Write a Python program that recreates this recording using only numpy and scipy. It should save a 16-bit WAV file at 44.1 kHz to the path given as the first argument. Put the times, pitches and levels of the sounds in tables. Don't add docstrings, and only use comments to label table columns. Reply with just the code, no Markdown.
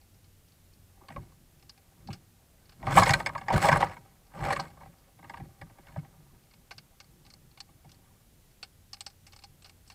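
import sys
import numpy as np
from scipy import signal
from scipy.fft import rfft, irfft
from scipy.io import wavfile

SR = 44100
rng = np.random.default_rng(int(sys.argv[2]) if len(sys.argv) > 2 else 0)


def put_to_file(sound):
    columns = np.atleast_2d(sound).T
    safe = np.clip(columns, -1, 1)
    whole_steps = np.round(safe * 32767)
    wavfile.write(sys.argv[1], SR, whole_steps.astype(np.int16))


def invert_db(x):
    u = np.asarray(x, float) / 20
    return 10 ** u


N = 438354


def rms_one(x):
    return x / np.sqrt(np.mean(x ** 2) + 1e-30)


def soften(x, hz):
    return signal.sosfilt(signal.butter(2, hz, fs=SR, output="sos"), x)


def flicker(per_s):
    return rms_one(soften(rng.standard_normal(N), per_s))


def resonate(x, modes, spread_db=0):
    out = 0
    for k, (hz, width_hz, level_db) in enumerate(modes):
        radius = np.exp(-np.pi * width_hz / SR)
        gain = (1 - radius ** 2) / 2
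        poles = [1, -2 * radius * np.cos(2 * np.pi * hz / SR), radius ** 2]
        ring = signal.lfilter([gain, 0, -gain], poles, x)
        strength = invert_db(level_db + spread_db * rng.standard_normal())
        out = out + (-1) ** k * strength * ring
    return out


def grains(count, per_s, size_db):
    excess = np.minimum(rng.exponential(size=count), 4)
    sizes = invert_db(size_db * excess) * rng.choice([-1, 1], size=count)
    present = rng.random(size=count) < per_s / SR
    return sizes * present + 1e-18


def burst(count, length_ms, rise_ms, per_s):
    ms = np.arange(count) * 1000 / SR
    swell = 1 - np.exp(-ms / rise_ms)
    decay = np.exp(-ms / max(length_ms, 0.3))
    return grains(count, per_s, size_db=3.0) * swell * decay


def add(out, s, sound, peak_db):
    i = round((s - 0.002) * SR)
    scaled = invert_db(peak_db) / np.max(np.abs(sound)) * sound
    out[i:i + len(sound)] += scaled[:N - i]


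def curve(rows, silent_db=-120):
    s, *columns = np.transpose(rows)
    t = np.arange(N) / SR
    return [np.interp(t, s, c, left=silent_db, right=silent_db) for c in columns]


# pitch_hz, density_db
NOISE_SPECTRUM = [(12, -35), (20, -0.5), (104, -4), (209, -12), (326, -17.5), (819, -22.5), (916, -25.5),
                  (5170, -28.5), (13700, -28), (15800, -31.5)]
NOISE_RMS_DB = -61.5


def background():
    hz = np.arange(N // 2 + 1) * SR / N + 1
    points_hz, points_db = np.transpose(NOISE_SPECTRUM)
    colour = invert_db(np.interp(np.log(hz), np.log(points_hz), points_db))
    noise = irfft(colour * rfft(rng.standard_normal(N)), N)
    return invert_db(NOISE_RMS_DB) * rms_one(noise)


# start_s, end_s, level_db
HUM_SPELLS = [(0.0, 1.095, -67), (8.9, 10.0, -66)]
HUM_HZ, HUM_FADE_DB_PER_S = 91.5, 41


def hum():
    t = np.arange(N) / SR
    spells = []
    for start_s, end_s, level_db in HUM_SPELLS:
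        outside_s = np.maximum(0, np.maximum(start_s - t, t - end_s))
        spells.append(level_db - HUM_FADE_DB_PER_S * outside_s)
    level_db = np.max(spells, axis=0) + 2.3 * flicker(per_s=2.6)
    pitch_hz = HUM_HZ + 2.5 * flicker(per_s=4)
    phase = 2 * np.pi * np.cumsum(pitch_hz) / SR
    return invert_db(level_db) * np.sqrt(2) * np.sin(phase)


# pitch_hz, width_hz, level_db
PANEL_MODES = [(45.3, 16, -11), (70.15, 25, -12.5), (100, 17, -6.5), (143.7, 20, -1.5), (161.6, 35, -2),
               (181, 36, -5), (238.65, 66, -15.5), (358, 56, -14.5)]
# peak_s, peak_db, release_db_per_s
BODY_LEANS = [(1.19, -41.5, 194), (2.1, -41, 177), (2.881, -32.5, 38), (2.99, -21, 192), (3.1, -31.5, 128),
              (3.29, -47, 300), (3.38, -50, 300), (3.57, -25.5, 300), (3.65, -29.5, 400), (3.73, -28, 120),
              (3.98, -53, 121), (4.43, -34, 83), (4.87, -53.5, 130), (5.26, -54.5, 250), (5.42, -43, 176),
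              (5.65, -48.5, 300), (5.98, -48.5, 95.5), (6.2, -55, 101), (6.34, -57, 183),
              (6.78, -57, 150.5), (7.11, -60, 16.5), (7.86, -58.5, 30.5)]
LEAN_RISE_DB_PER_S, RESTING_DB = 252, -69.5


def weight():
    t = np.arange(N) / SR
    load_db = RESTING_DB + 3.7 * flicker(per_s=3.5)
    for peak_s, peak_db, release_db_per_s in BODY_LEANS:
        fall_db = np.maximum(LEAN_RISE_DB_PER_S * (peak_s - t), release_db_per_s * (t - peak_s))
        load_db = np.maximum(load_db, peak_db - fall_db)
    rub = soften(rng.standard_normal(N), hz=300)
    return invert_db(load_db) * rms_one(resonate(rub, PANEL_MODES))


# time_s, high_peak_db, low_re_high_db, crumble_ms
PELLET_CRACKS = [(0.7342, -57, -16, 6.0), (1.0851, -46.5, 4, 4.7), (1.6258, -53, -2, 6.0),
                 (1.695, -40.5, -5, 5.2), (1.777, -59, 5, 6.9), (2.0735, -45.5, -3, 8.6),
                 (2.104, -54.5, 13, 20), (2.1298, -39, 0, 9.8), (2.656, -58, -8, 6.5),
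                 (2.694, -49.5, -3, 5.5), (2.721, -57, 3, 13), (4.5988, -28.5, -10, 6.2),
                 (6.5114, -56, -1, 5.7), (6.5377, -54.5, 3.5, 4.4), (6.7092, -41.5, 5.5, 8.6),
                 (6.7139, -47, -11, 9.2), (6.781, -38, -4.5, 6.3), (7.0022, -43, 1, 6.8),
                 (7.043, -55.5, -4, 5.3), (7.2509, -53.5, -4, 6.7), (7.264, -50, -1.5, 7.7),
                 (7.3022, -45, -5.5, 8.7), (7.3378, -44.5, -8, 4), (7.5148, -56, -4, 6.0),
                 (7.5747, -51.5, 6, 8.7), (7.6042, -32, -7.5, 5.1), (7.893, -51.5, -3, 8.9),
                 (7.918, -45, -13.5, 5.1), (7.9448, -56, -10, 5.1), (8.6286, -33.5, -1, 8.7),
                 (8.9318, -32.5, -10, 7.3), (8.9426, -39, -4.5, 3.3), (8.9687, -56, 3.5, 3.3),
                 (9.0071, -32.5, -4.5, 5.5), (9.0645, -31.5, -5.5, 7.4), (9.1002, -52.5, -5, 6.6),
                 (9.267, -47, -2.5, 10), (9.3227, -48, -10.5, 4.9), (9.3322, -50, 4.5, 7.2),
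                 (9.3624, -43, -5.5, 7.1), (9.3901, -49, -2, 5.2), (9.422, -55, 0, 9.6),
                 (9.438, -41, -2.5, 6.9), (9.622, -52, -1.5, 6.0), (9.645, -44.5, -3, 8.4),
                 (9.659, -49, -2, 14), (9.6955, -47.5, 0, 5), (9.8767, -52, -9, 11),
                 (9.9008, -44, 1.5, 7.6), (9.9188, -50.5, -1.5, 10)]
# pitch_hz, width_hz, level_db
LOW_MODES = [(560, 370, -14), (800, 30, 4.5), (1170, 100, -6), (1535, 120, -4.5), (1715, 280, -13),
             (2190, 95, -2), (2780, 760, -6), (3030, 300, -11)]
HIGH_MODES = [(3930, 700, -15.5), (4148, 1200, -6), (4440, 400, 3), (5170, 480, -6.5), (5040, 65, -1),
              (5686, 680, -14.5)]
TOP_MODES = [(7300, 370, 1), (7974, 330, 6.5), (8530, 220, 8.5), (7800, 140, -5.5), (10200, 400, -27.5)]
TOP_DB, TOP_SPREAD_DB = -17, 4.5
BRIGHTER_FROM_S, BRIGHTER_DB = 8.94, 8.0
SNAP_DB, SNAP_BAND_HZ = -12, [1000, 5500]
NIBBLES_PER_S, NIBBLE_DB = 0.88, -61


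def nibbles():
    chance = rng.random((40, 2))
    times_s = np.cumsum(-np.log(1 - chance[:, 0]) / NIBBLES_PER_S) + 0.011
    peaks_db = NIBBLE_DB + 5.6 * (chance[:, 1] - 0.5)
    return [(s, peak_db, -3.0, 6.0) for s, peak_db in zip(times_s, peaks_db) if s < N / SR]


def crunches():
    out = np.zeros(N)
    broad = signal.butter(2, SNAP_BAND_HZ, "band", fs=SR, output="sos")
    for s, peak_db, low_db, crumble_ms in PELLET_CRACKS + nibbles():
        crack = burst(SR // 8, crumble_ms, rise_ms=0.31, per_s=12000)
        top_db = peak_db + TOP_DB + TOP_SPREAD_DB * rng.standard_normal()
        if s > BRIGHTER_FROM_S:
            top_db += BRIGHTER_DB
        add(out, s + 0.000991, resonate(crack, HIGH_MODES, spread_db=1.5), peak_db)
        add(out, s + 0.0012, signal.sosfilt(broad, crack), peak_db + SNAP_DB)
        add(out, s + 0.001103, resonate(crack, LOW_MODES, spread_db=2.5), peak_db + low_db)
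        add(out, s + 0.0014, resonate(crack, TOP_MODES), top_db)
    return out


# time_s, pressure_db, speed_db
BODY_SHOVES = [
    [(0.9, -75, 0.1), (0.994, -70, -6), (1.146, -60, 4), (1.316, -68.5, 3), (1.4, -90, 0.1)],
    [(1.85, -76, 0.1), (1.95, -70, -2), (2.09, -69, 5), (2.3, -80, 0.1)],
    [(2.78, -70, 5), (2.884, -30.5, -4.5), (2.934, -31.5, 5.5), (2.99, -18.5, 1.5), (3.032, -28.5, 3.5),
     (3.08, -26, 4.5), (3.2, -41.5, 3), (3.3, -52, 1), (3.46, -59.5, 5)],
    [(3.47, -49.5, -3), (3.542, -28, 0.5), (3.63, -31.5, 6), (3.68, -25, 3), (3.722, -29, 0.1),
     (3.81, -28.5, -3), (3.9, -46, 0), (3.96, -53.5, 0), (4.058, -67.5, 6), (4.15, -65.5, -3)],
    [(4.28, -74.5, 0), (4.39, -43, 0.3), (4.49, -32.5, -1), (4.522, -30.5, 1.5), (4.634, -49.5, 3),
     (4.7, -62.5, 3), (4.826, -60.5, 2.5), (4.97, -69, -4), (5.1, -72, 1)],
    [(5.12, -82, 0.5), (5.242, -64.5, 5), (5.358, -54.5, -3.5), (5.488, -63, 0.1), (5.6, -70, 5),
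     (5.686, -66, -4), (5.82, -65, 2.5), (5.944, -59, 1), (6.1, -67.5, -2), (6.5, -76.5, -3)],
    [(7.6, -79, -2), (7.75, -73.5, -2), (8.05, -70, -3), (8.25, -80, -2)],
]
# pitch_hz, width_hz, level_db
BOARD_MODES = [(571.8, 28, -8.5), (650, 32, -10), (789, 41, -2), (944, 47, -5), (1091, 89, -7.5),
               (1179.4, 46, -7), (1250, 44, -13.5)]
UPPER_MODES = [(1557, 61, 2), (1698, 78, -0.5), (1920, 170, -2.5), (2050, 120, -6.5), (2174, 100, -1),
               (2440, 110, -11.5), (2733, 260, -13.5)]
TREBLE_MODES = [(3019, 180, -8.5), (3480, 370, -0.5), (4180, 300, 1.5), (4450, 390, 2), (5200, 300, 3),
                (5900, 340, -12.5), (6630, 500, -10.5)]
FIZZ_MODES = [(6900, 270, -7), (7900, 500, -1.5), (8050, 500, 1), (9430, 900, -2.5), (11230, 1500, -11.5),
              (14500, 1500, -12.5)]
# level_re_pressure_db, db_per_db_of_speed, cutoff_hz
SHOVE_ANSWERS = [(-0.5, 0.0, 790), (-8.5, 0.4, 2800), (-18.5, 1, 9000), (-21, 1.52, 18000)]


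def shoves():
    out = 0
    clumps_db = 2.8 * flicker(per_s=90) + 2.5 * flicker(per_s=25)
    pressure_db, speed_db = curve(sum(BODY_SHOVES, []))
    speed_db = np.maximum(speed_db, -20)
    groups = (BOARD_MODES, UPPER_MODES, TREBLE_MODES, FIZZ_MODES)
    for (part_db, per_speed, cutoff_hz), modes in zip(SHOVE_ANSWERS, groups):
        slips = grains(N, per_s=2500, size_db=2.5) * invert_db(clumps_db)
        ring = 0
        for mode in modes:
            ring = ring + resonate(slips * invert_db(4.0 * flicker(per_s=20)), [mode])
        level_db = pressure_db + part_db + per_speed * speed_db
        out = out + invert_db(level_db) * rms_one(soften(ring, cutoff_hz))
    return out


def favour(modes, favoured_hz, db_per_octave):
    return [(hz, width_hz, level_db - db_per_octave * abs(np.log2(hz / favoured_hz)))
            for hz, width_hz, level_db in modes]


# time_s, board_peak_db, hardness_db, favoured_board_hz
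BOX_KNOCKS = [(0.974, -58, -10, 799), (1.012, -50.5, -21, 942), (1.086, -42, -6, 940),
              (1.104, -39, -6, 790), (1.163, -30, -14.5, 815), (2.087, -34, -34, 756),
              (2.83, -33.5, -7.5, 800), (2.869, -20, -7, 770), (2.914, -24, -16, 764),
              (2.973, 1.5, -17, 820), (2.998, -31, -11, 770), (3.022, -10, -10, 1170),
              (3.034, -23.5, 5.5, 970), (3.069, -17.5, -2.5, 560), (3.094, -16, 1, 880),
              (3.108, -30, 8.5, 810), (3.137, -19.5, 6, 820), (3.202, -24.5, -2.5, 870),
              (3.263, -25.5, 3.5, 835), (3.292, -28.5, -5.5, 948), (3.351, -25, -7.5, 900),
              (3.379, -36, 0.5, 965), (3.414, -35, -6, 950), (3.434, -49, -5, 966), (3.485, -22, -4, 810),
              (3.504, -17, -15, 789), (3.537, -28, -1, 813), (3.62, -29.5, 2.5, 506),
              (3.645, -11, -11.5, 796), (3.688, -9.5, -4.5, 790), (3.717, -15.5, -4.5, 1140),
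              (3.728, -12, -2.5, 960), (3.759, -15.5, -10, 825), (3.806, -17.5, -19, 910),
              (3.826, -9.5, -11.5, 870), (3.869, -34, -5, 1040), (3.968, -39, -4.5, 1020),
              (4.338, -44, -6.5, 783), (4.373, -39, -22, 1060), (4.392, -38, -14, 790),
              (4.405, -35.5, -6, 690), (4.435, -30, -6, 815), (4.458, -24.5, -12, 640),
              (4.505, -19.5, -6.5, 890), (4.528, -30, 3.5, 826), (4.562, -25.5, -4, 1110),
              (4.596, -25, -7.5, 864), (4.635, -45, -5.5, 773), (4.653, -43.5, -2, 966),
              (4.711, -56, -2, 781), (4.771, -46, -11, 910), (4.81, -44, -12, 940),
              (4.834, -44.5, -5.5, 800), (4.872, -56, -8, 790), (5.191, -49.5, -6, 759),
              (5.228, -45, -5, 1170), (5.244, -43.5, -4, 1050), (5.297, -37.5, 0, 789),
              (5.339, -33.5, -6.5, 810), (5.373, -41.5, -2, 807), (5.401, -41, -10, 767),
              (5.614, -37.5, -2, 765), (5.699, -54.5, -2.5, 784), (5.785, -49.5, -6, 815),
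              (5.87, -49, -2, 775), (5.885, -53.5, 2, 1180), (5.96, -32, -16, 630), (6.049, -50.5, -6, 810),
              (7.69, -56, -9.5, 1010), (7.846, -53, -5, 586)]
KNOCK_UPPER_DB, KNOCK_TREBLE_DB, TREBLE_DB_PER_HARDNESS_DB = 1.5, -8.5, 2
KNOCK_PANEL_DB, PANEL_DB_PER_KNOCK_DB = -38, 0.26


def knocks():
    out = np.zeros(N)
    for s, ring_db, hardness_db, favoured_hz in BOX_KNOCKS:
        hit = burst(SR // 5, length_ms=6.1, rise_ms=0.45, per_s=3400)
        struck = favour(BOARD_MODES, favoured_hz, db_per_octave=11.0)
        upper_db = ring_db + KNOCK_UPPER_DB + hardness_db
        treble_db = ring_db + KNOCK_TREBLE_DB + TREBLE_DB_PER_HARDNESS_DB * hardness_db
        panel_db = KNOCK_PANEL_DB + PANEL_DB_PER_KNOCK_DB * ring_db
        add(out, s, resonate(soften(hit, hz=1600), struck, spread_db=3.5), ring_db)
        add(out, s, resonate(soften(hit, hz=2700), UPPER_MODES, spread_db=4.0), upper_db)
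        add(out, s, resonate(hit, TREBLE_MODES, spread_db=5.5), treble_db)
        add(out, s, resonate(soften(hit, hz=8050), FIZZ_MODES, spread_db=7.5), treble_db - 7.5)
        add(out, s + 0.0074, resonate(soften(hit, hz=300), PANEL_MODES, spread_db=3.5), panel_db)
    return out


# time_s, peak_db, favoured_panel_hz
HEAVY_STEPS = [(1.104, -45, 130), (1.164, -33.5, 97), (2.087, -35, 106), (2.914, -28, 150),
               (3.034, -28, 147), (3.094, -19, 162), (3.137, -26.5, 147), (3.503, -31, 181),
               (3.537, -14, 155), (3.688, -25, 145), (4.406, -40, 140), (4.596, -39, 200),
               (4.872, -47.5, 150), (5.401, -47, 160), (5.613, -39, 125), (5.923, -51, 150),
               (5.961, -28, 129)]


def thuds():
    out = np.zeros(N)
    for s, peak_db, favoured_hz in HEAVY_STEPS:
        hit = burst(SR // 5, length_ms=5.5, rise_ms=0.45, per_s=3700)
        struck = favour(PANEL_MODES, favoured_hz, db_per_octave=9.0)
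        add(out, s + 0.004, resonate(soften(hit, hz=295), struck, spread_db=3.0), peak_db)
    return out


def scene():
    steady = background() + hum() + weight()
    return (steady + crunches() + shoves() + knocks() + thuds())[None]


def band_limit(x):
    return signal.sosfilt(signal.butter(12, 15940, fs=SR, output="sos"), x)


def record(dry):
    rounded = 0.76 * np.tanh(dry / 0.75)
    low_pass = signal.cheby2(14, 60, 16250, fs=SR, output="sos")
    mix = signal.sosfilt(low_pass, rounded)
    return band_limit(mix)


dry = scene()
out = record(dry)
put_to_file(out)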